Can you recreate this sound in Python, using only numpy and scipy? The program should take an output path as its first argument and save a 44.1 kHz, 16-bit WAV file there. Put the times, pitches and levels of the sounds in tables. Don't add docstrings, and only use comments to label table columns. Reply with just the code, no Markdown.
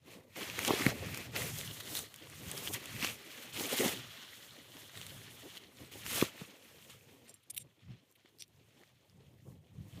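import sys
import numpy as np
from scipy import signal
from scipy.io import wavfile

SR = 44100
rng = np.random.default_rng(int(sys.argv[2]) if len(sys.argv) > 2 else 0)


def volts_from_decibels(level):
    exponent = np.asarray(level, float) / 20
    return 10 ** exponent


def persist_wave(psi):
    counts = np.round(np.clip(psi, -1, 1) * 32767).astype(np.int16)
    wavfile.write(sys.argv[1], SR, np.atleast_2d(counts).T)


N = 441000

# frequency in Hz, level in dB, t60 in seconds.
FITTING_MODES = [(2300, 3, 0.035), (3420, -14, 0.035), (3750, 1, 0.03), (4600, -6, 0.047),
                 (5250, -2, 0.034), (5770, 2, 0.061), (7550, -0.5, 0.059), (8700, 6, 0.03),
                 (10270, -4, 0.092), (11040, -5, 0.051), (12400, 1, .03), (13200, -1.5, .025),
                 (14400, 0, .025)]


def rms_one(x):
    return x / np.sqrt(np.mean(x ** 2) + 1e-20)


def in_time(rows):
    s, *columns = np.transpose(rows)
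    t = np.arange(N) / SR
    return [np.interp(t, s, column) for column in columns]


def drift(rate_hz):
    hop = 40
    settle = 2000
    pole = np.exp(-2 * np.pi * hop * rate_hz / SR)
    noise = rng.standard_normal(N // hop + settle + 2)
    slow = signal.lfilter([1], [1, -2 * pole, pole * pole], noise)[settle:]
    return np.interp(np.arange(N) / hop, np.arange(len(slow)), rms_one(slow))


def ring(drive, hz, t60_s):
    radius = volts_from_decibels(-60 / (t60_s * SR))
    angle = 2 * np.pi * min(hz, 0.45 * SR) / SR
    poles = [1, -2 * radius * np.cos(angle), radius * radius]
    return signal.lfilter([0, np.sin(angle)], poles, drive + 1e-18)


def texture(spectrum, grains_per_s, spread_db, grain_share, patchy_db, patch_rate_hz,
            hump_hz=3000, hump_db=0):
    hz, level_db = np.transpose(spectrum)
    edges_hz = hz[0] * 2 ** np.arange(0, np.log2(hz[-1] / hz[0]) + 0.5, 1 / 3)
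    white = rng.standard_normal((2, N))
    together = drift(patch_rate_hz)

    sizes = volts_from_decibels(spread_db * np.minimum(rng.exponential(1, N), 3.5))
    sizes = sizes * rng.choice([-1, 1], N)
    chance = grains_per_s * volts_from_decibels(5 * drift(15)) / SR
    clicks = sizes * (rng.random(N) < chance)
    centre = rng.uniform(0, len(edges_hz), N)
    scale = np.sqrt(len(edges_hz) / 3) / np.sqrt(np.mean(clicks ** 2))

    share = np.clip(grain_share, 0, 1)
    out = 0
    for k, (low, high) in enumerate(zip(edges_hz, np.minimum(edges_hz[1:], 0.45 * SR))):
        near = np.exp(-((centre - k) / 1.24) ** 2)
        drive = np.sqrt(1 - share) * white[k % 2] + np.sqrt(share) * scale * near * clicks
        band = signal.sosfilt(signal.butter(2, [low, high], "band", fs=SR, output="sos"), drive)
        colour_db = np.interp(np.log(low * high) / 2, np.log(hz), level_db)
        octaves_off = np.log2(np.sqrt(low * high) / hump_hz)
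        colour_db = colour_db + hump_db * np.exp(-(octaves_off / 0.28) ** 2)
        flicker_db = patchy_db * (1.12 * together + drift(patch_rate_hz))
        out = out + volts_from_decibels(colour_db + flicker_db) * band
    return rms_one(out)


def add(track, s, sound):
    at = round(s * SR)
    track[at:at + len(sound)] += sound[:N - at]


def wind():
    # time in seconds, level in dB.
    gusts = [(0.0, -70), (0.11, -61), (0.28, -74), (0.39, -58), (0.8, -50), (0.86, -45), (0.89, -32.5),
             (0.94, -51), (0.97, -47.5), (1.08, -45.5), (1.22, -55.5), (1.48, -47.5), (1.72, -50),
             (1.81, -61), (2.0, -57.5), (2.12, -73), (2.5, -45.5), (2.56, -57), (2.78, -51.5), (2.84, -65),
             (2.95, -46.5), (3.23, -69), (3.51, -68), (3.56, -51.5), (3.68, -65), (3.87, -56),
             (3.92, -53.5), (4.29, -71.5), (4.9, -68), (4.98, -55.5), (5.76, -69.5), (5.82, -54.5),
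             (5.9, -65), (6.1, -50), (6.18, -58), (6.24, -47), (6.29, -68), (6.35, -66), (6.43, -59),
             (6.52, -78.5), (6.96, -62), (7.46, -80), (7.6, -59), (7.77, -79), (7.91, -43), (8.05, -82),
             (8.63, -67.5), (9.08, -75), (9.14, -62), (9.38, -63), (9.52, -50.5), (9.69, -69), (9.8, -46),
             (9.92, -63), (9.94, -50), (10.0, -46)]
    # frequency in Hz, density in dB per Hz.
    rumble_spectrum = [(12, -68), (20, -27.5), (54, -18.5), (76, -5.5), (97, 3), (157, 0), (265, -19),
                       (338, -21.5), (500, -49), (650, -53.5), (1100, -120)]
    gust_db, = in_time(gusts)
    rumble = texture(rumble_spectrum, 40, spread_db=3, grain_share=0.1, patchy_db=1.5, patch_rate_hz=12)
    return volts_from_decibels(gust_db) * rumble


def cloth():
    # time in seconds, crinkle in dB, slide hiss in dB re crinkle,
    # billow in dB re crinkle.
    handling = [
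        [(0.0, -85, -9, 1), (0.07, -61.5, -6, 5), (0.14, -57.5, -4.5, -1.5), (0.264, -81.5, -3, 10),
         (0.352, -60, -3, -11)],
        [(0.36, -47.5, -8, -0.5), (0.418, -43, -5, -5.5), (0.522, -47.5, -7, -5.5), (0.684, -35, -3, -2),
         (0.688, -38.5, -7.5, 4), (0.852, -38, -5.5, -9)],
        [(0.874, -40, -7, 6), (0.886, -35.5, -9, -0.5), (0.932, -50, -7, 1), (1.212, -47, -5, -7),
         (1.308, -59, -7, -3), (1.345, -47, -8, -5)],
        [(1.366, -36.5, -5, -7), (1.38, -42.5, 0, 1.5), (1.564, -49, 0.5, -10), (1.584, -48, 2.5, -10),
         (1.798, -52.5, -0.5, -5.5), (1.806, -40, -5, -18), (1.818, -54, -1.5, -3), (1.972, -45.5, 6.5, -5.5),
         (2.102, -63, -5, -2), (2.658, -46.5, 1, -6), (2.678, -43.5, -1.5, -11), (2.708, -59, 9, 10),
         (2.745, -42, 3.5, -22)],
        [(2.76, -43, -5, -9), (2.788, -52, -7, -7), (2.99, -48, -2.5, -6), (3.052, -35.5, -5, -10),
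         (3.064, -40, -1.5, -9.5), (3.182, -57, -4.5, -2), (3.43, -50.5, -5, -9.5), (3.522, -56, -6.5, -2)],
        [(3.54, -48, -2, -5), (3.57, -41.5, -6, -8), (3.6, -40.5, 0.5, -0.5), (3.68, -45.5, 0, -3.5),
         (3.71, -40, -3.5, -8.5), (3.73, -38, 0.5, -3.5), (3.78, -37, -2.5, -12), (3.81, -35.5, 0.5, -3.5),
         (3.83, -40, 1, 4), (3.85, -37.5, -1.5, 4.5), (3.91, -40, -3, -5.5), (4.03, -50, -10.5, -8.5),
         (4.36, -56.5, -3, -6), (4.66, -61, -4.5, -3), (4.79, -55, -4.5, -3.5), (4.91, -61.5, -3, -3.5),
         (4.96, -51.5, -3.5, -7), (5.34, -59.5, -3, -1.5), (5.58, -55.5, -1, -4.5)],
        [(5.59, -61.5, -5.5, 0), (5.716, -67.5, -4, 0), (5.818, -58, -2, 0.5), (5.908, -65, -4, -1),
         (5.91, -64, -5, 3)],
        [(5.922, -53.5, -2.5, -1), (6.03, -54.5, -2.5, -8), (6.106, -41.5, 2, -10), (6.21, -37.5, -1, -8)],
        [(6.242, -41, -1.5, -4), (6.268, -45.5, -6, -10), (6.316, -60, -6, -3), (6.404, -53, -5.5, -5),
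         (6.53, -62, -5, -2.5), (6.886, -64.5, 0, -1.5), (6.9, -55, -2, -2), (6.988, -70, -1, -3.5),
         (7.146, -65.5, -4.5, 0), (7.2, -69.5, -4, -3)],
    ]
    resting = [
        [(7.24, -69.5, -5, 3.5), (7.26, -73, 1, 2), (7.28, -62.5, -10, -4)],
        [(7.38, -81, -5, 2.5), (7.442, -80, -6, -12), (7.48, -77, -7, 5.5)],
        [(7.65, -88.5, -2, 7.5), (7.934, -67, -16, -6), (8.07, -88.5, 1, 2.5)],
        [(8.18, -79.5, -8, 0.5), (8.268, -74, -8, -2), (8.375, -87, -1, 7)],
        [(8.47, -83.5, -2.5, 3), (8.832, -68.5, -6.5, -3), (8.92, -79, -4.5, 0), (9.402, -79, -6, 4.5),
         (9.492, -85, 6.5, 13), (9.582, -88, -4.5, 6.5), (10.0, -63, -3, 1)],
    ]
    # time in seconds, frequency in Hz.
    crease_pitch = [(0.0, 2790), (0.28, 2440), (0.68, 2730), (0.86, 2370), (1.44, 2550), (1.9, 3680),
                    (2.11, 3570), (2.28, 2680), (2.55, 2930), (2.99, 2550), (4.53, 3330), (5.63, 3070),
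                    (5.73, 2800), (6.46, 2700), (7.2, 2830)]
    # frequency in Hz, density in dB per Hz.
    crinkle_spectrum = [(350, -33), (600, -6), (887, -8), (1130, -0.5), (1410, -2.5), (2040, 2.5),
                        (2750, -3.5), (3170, -0.5), (3980, -1.5), (4550, -7), (6120, -6.5), (7000, -15.5),
                        (9100, -32), (15400, -120)]
    slide_spectrum = [(2350, -23), (4000, -12), (4560, -8), (6130, -1.5), (11200, -3), (14500, -2.5),
                      (15100, -8), (15600, -5.5)]
    billow_spectrum = [(88, -34), (150, -11.5), (297, 0.5), (372, -10), (415, 3), (542, -8), (589, -8.5),
                       (1100, -17), (1430, -51.5), (2420, -120)]

    crinkle_db, slide_db, billow_db = in_time(sum(handling + resting, []))
    crease_hz, = in_time(crease_pitch)
    crinkle = texture(crinkle_spectrum, 600, spread_db=4.5, grain_share=0.49, patchy_db=1.2,
                      patch_rate_hz=17, hump_hz=crease_hz, hump_db=6)
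    slide = texture(slide_spectrum, 1500, spread_db=4.2, grain_share=0.3, patchy_db=1.1, patch_rate_hz=22)
    billow = texture(billow_spectrum, 150, spread_db=0, grain_share=0.36, patchy_db=3, patch_rate_hz=18)
    stir_db = -82
    level = volts_from_decibels(crinkle_db - 0.56) + volts_from_decibels(stir_db)
    return level * (crinkle + volts_from_decibels(slide_db) * slide + volts_from_decibels(billow_db) * billow)


def snaps():
    # start in seconds, peak in dB, pitch in Hz, crack in dB re ring.
    creases = [(0.3587, -44, 2360, -24), (0.4994, -24, 2620, -26), (0.5909, -17.5, 2300, -9),
               (0.6496, -13, 3000, -19), (0.6788, -17, 3340, -7), (0.7063, -16.5, 1120, -20),
               (0.8649, -10, 2170, -20), (1.061, -31, 2550, -22), (1.1456, -27, 2420, -1),
               (1.1743, -25, 2530, -4), (1.3624, -19, 2120, -16), (1.5864, -22.5, 6350, -13),
               (1.6122, -24, 3600, -16), (1.8043, -30, 3140, -19), (1.9525, -24, 3900, -7),
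               (1.991, -19.5, 3750, -14), (2.142, -35.5, 3260, -3), (2.161, -45, 2200, 8),
               (2.2705, -42, 1170, -13), (2.2994, -41, 2390, 3), (2.484, -33, 6560, -13),
               (2.5151, -22.5, 3340, -8.5), (2.5775, -29, 5250, 0), (2.6745, -21, 3150, -15),
               (2.7368, -22.5, 4130, -6), (2.7422, -33, 1850, 6), (2.8572, -27, 3220, -19),
               (3.0265, -19, 2770, -13), (3.0469, -14, 2760, -22), (3.0988, -27, 3060, -14),
               (3.5638, -34, 3040, -15), (3.5744, -27, 3180, -16), (3.781, -18, 3900, -16),
               (4.1043, -48, 3030, -27.5), (4.769, -31, 2780, -19), (4.9745, -31, 3840, -23),
               (5.0144, -28, 3040, -23), (5.0662, -29.5, 3670, -15), (5.553, -36, 3440, -24),
               (5.9184, -41, 3220, -11), (6.0642, -23, 2820, -13), (6.225, -19.5, 1140, -14),
               (6.4147, -35, 1700, -20), (6.9052, -39.5, 4030, -10), (8.2584, -45, 2130, -23),
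               (8.7939, -52, 3470, -20), (8.8139, -49, 1900, -22), (8.8354, -43, 2080, -26),
               (9.0977, -48, 5040, -23), (9.9335, -51, 3320, -13)]
    out = np.zeros(N)
    t = np.arange(1500) / SR
    decay = np.exp(-t / 0.00024) + volts_from_decibels(-21.5) * np.exp(-t / 0.0037)
    for s, peak_db, hz, crack_db in creases:
        jolt = rng.standard_normal(len(t)) * decay
        body = ring(jolt, hz, 12.3 / hz) + volts_from_decibels(-1.5) * ring(jolt, 2.06 * hz, 3.3 / hz)
        crack = ring(np.diff(jolt, prepend=0), 6300, 0.00036)
        snap = body / np.abs(body).max() + volts_from_decibels(crack_db + 7.5) * crack / np.abs(crack).max()
        add(out, s, volts_from_decibels(peak_db - 2.5) * snap)
    return out


def flaps():
    # start in seconds, peak in dB, pitch in Hz, t60 in seconds.
    panels = [(0.704, -19.5, 310, 0.019), (0.733, -21.5, 410, 0.022), (0.862, -11.5, 169, 0.0067),
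              (0.876, -39, 151, 0.034), (0.889, -28, 193, 0.0088), (1.061, -35, 151, 0.025),
              (3.026, -34, 249, 0.057), (3.723, -32.5, 470, 0.038), (3.793, -28, 296, 0.031),
              (3.802, -28, 460, 0.033), (3.844, -26.5, 360, 0.025), (3.856, -23, 245, 0.026),
              (6.222, -12, 364, 0.011), (6.414, -32, 174, 0.018), (8.245, -53.5, 330, 0.023),
              (8.609, -58, 277, 0.018), (8.808, -56, 345, 0.046)]
    out = np.zeros(N)
    t = np.arange(3000) / SR
    push = -np.exp(-((t - 0.003) / 0.0003) ** 2)
    for s, peak_db, hz, t60_s in panels:
        thump = ring(push, hz, t60_s)
        add(out, s, volts_from_decibels(peak_db) * thump / np.abs(thump).max())
    return out


def metal(drive, low_hz, high_hz, high_db, ring_share, luck, dry_db):
    hz, level_db, t60_s = np.transpose(FITTING_MODES)
    near_low = volts_from_decibels(-35 * np.log2(hz / low_hz) ** 2)
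    near_high = volts_from_decibels(high_db - 60 * np.log2(hz / high_hz) ** 2)
    gains = (near_low + near_high) * volts_from_decibels(level_db + 2.5 * luck[:len(hz)])
    share = max(ring_share, 0.05)
    modes = sum(g * ring(drive, f, share * t60) for g, f, t60 in zip(gains, hz, t60_s))
    bare = ring(drive, low_hz, 8.7 / low_hz) + volts_from_decibels(high_db) * ring(drive, high_hz, 7.5 / high_hz)
    return modes + volts_from_decibels(dry_db) * bare


def fittings():
    # start in seconds, peak in dB, low part in Hz, high part in Hz,
    # high part in dB re low, ring as share of t60.
    ticks = [(7.294, -43.5, 5840, 8700, 11, .5), (7.3412, -44.5, 5840, 10300, 18, 1),
             (7.5465, -39, 3650, 12700, 14, 0.18), (7.5665, -34.5, 3000, 13200, -4, 0.17),
             (7.5772, -26, 3650, 9600, 3, 0.37), (8.1135, -54, 8700, 14000, -1, 0.12),
             (8.124, -55, 7500, 11940, 1.5, .15), (8.2894, -62, 9000, 14400, 5, .12),
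             (8.3864, -45, 6050, 11400, 3, .12), (8.4222, -29.5, 5200, 10800, -8, 0.2),
             (8.4796, -57, 7900, 14600, 11, .12)]
    # start in seconds, level in dB, low part in Hz, high part in Hz,
    # high part in dB re low, length in seconds.
    rattles = [
        (7.274, -62.5, 5800, 8100, 16, 0.043),
        (7.428, -70, 3620, 11000, 1, .015),
        (7.498, -43, 3600, 9500, 23, 0.015),
        (7.536, -61, 3600, 12800, 9, 0.022),
        (7.562, -44, 3000, 12800, 18, 0.023),
        (7.59, -55.5, 3630, 8850, 7, 0.04),
        (8.085, -79, 6000, 7560, 1, 0.044),
        (8.151, -65, 3000, 11900, -3, .015),
        (8.393, -52, 5540, 7900, -8, 0.024),
        (8.413, -61.5, 4530, 10000, -15, 0.033),
    ]
    out = np.zeros(N)
    t = np.arange(5000) / SR
    for s, peak_db, low_hz, high_hz, high_db, share in ticks:
        luck = rng.standard_normal(len(FITTING_MODES))
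        blow = rng.standard_normal(len(t)) * np.exp(-t / 0.0008)
        knock = metal(blow, low_hz, high_hz, high_db, share, luck, dry_db=0)
        add(out, s, volts_from_decibels(peak_db + 2.5) * knock / np.abs(knock).max())
    for s, level_db, low_hz, high_hz, high_db, length_s in rattles:
        luck = rng.standard_normal(len(t))
        shake = np.sin(np.pi * np.clip(t / length_s, 0, 1)) ** 0.57
        contacts = rng.standard_normal(len(t)) * luck * shake
        chatter = metal(contacts, low_hz, high_hz, high_db, 0.33, luck, dry_db=11)
        add(out, s, volts_from_decibels(level_db) * rms_one(chatter) * np.sqrt(length_s / t[-1]))
    return signal.sosfilt(signal.butter(4, 2170, "high", fs=SR, output="sos"), out)


def scene():
    port_cut = signal.butter(3, 115, "high", fs=SR, output="sos")
    knocks = signal.sosfilt(port_cut, snaps() + flaps())
    return (wind() + cloth() + knocks + fittings())[None]


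def low_pass(x):
    return signal.sosfilt(signal.butter(12, 15840, fs=SR, output="sos"), x)


def record(dry):
    top_cut = signal.cheby2(12, 60, 16200, fs=SR, output="sos")
    mix = signal.sosfilt(top_cut, dry)
    return low_pass(mix)


dry = scene()
out = record(dry)
persist_wave(out)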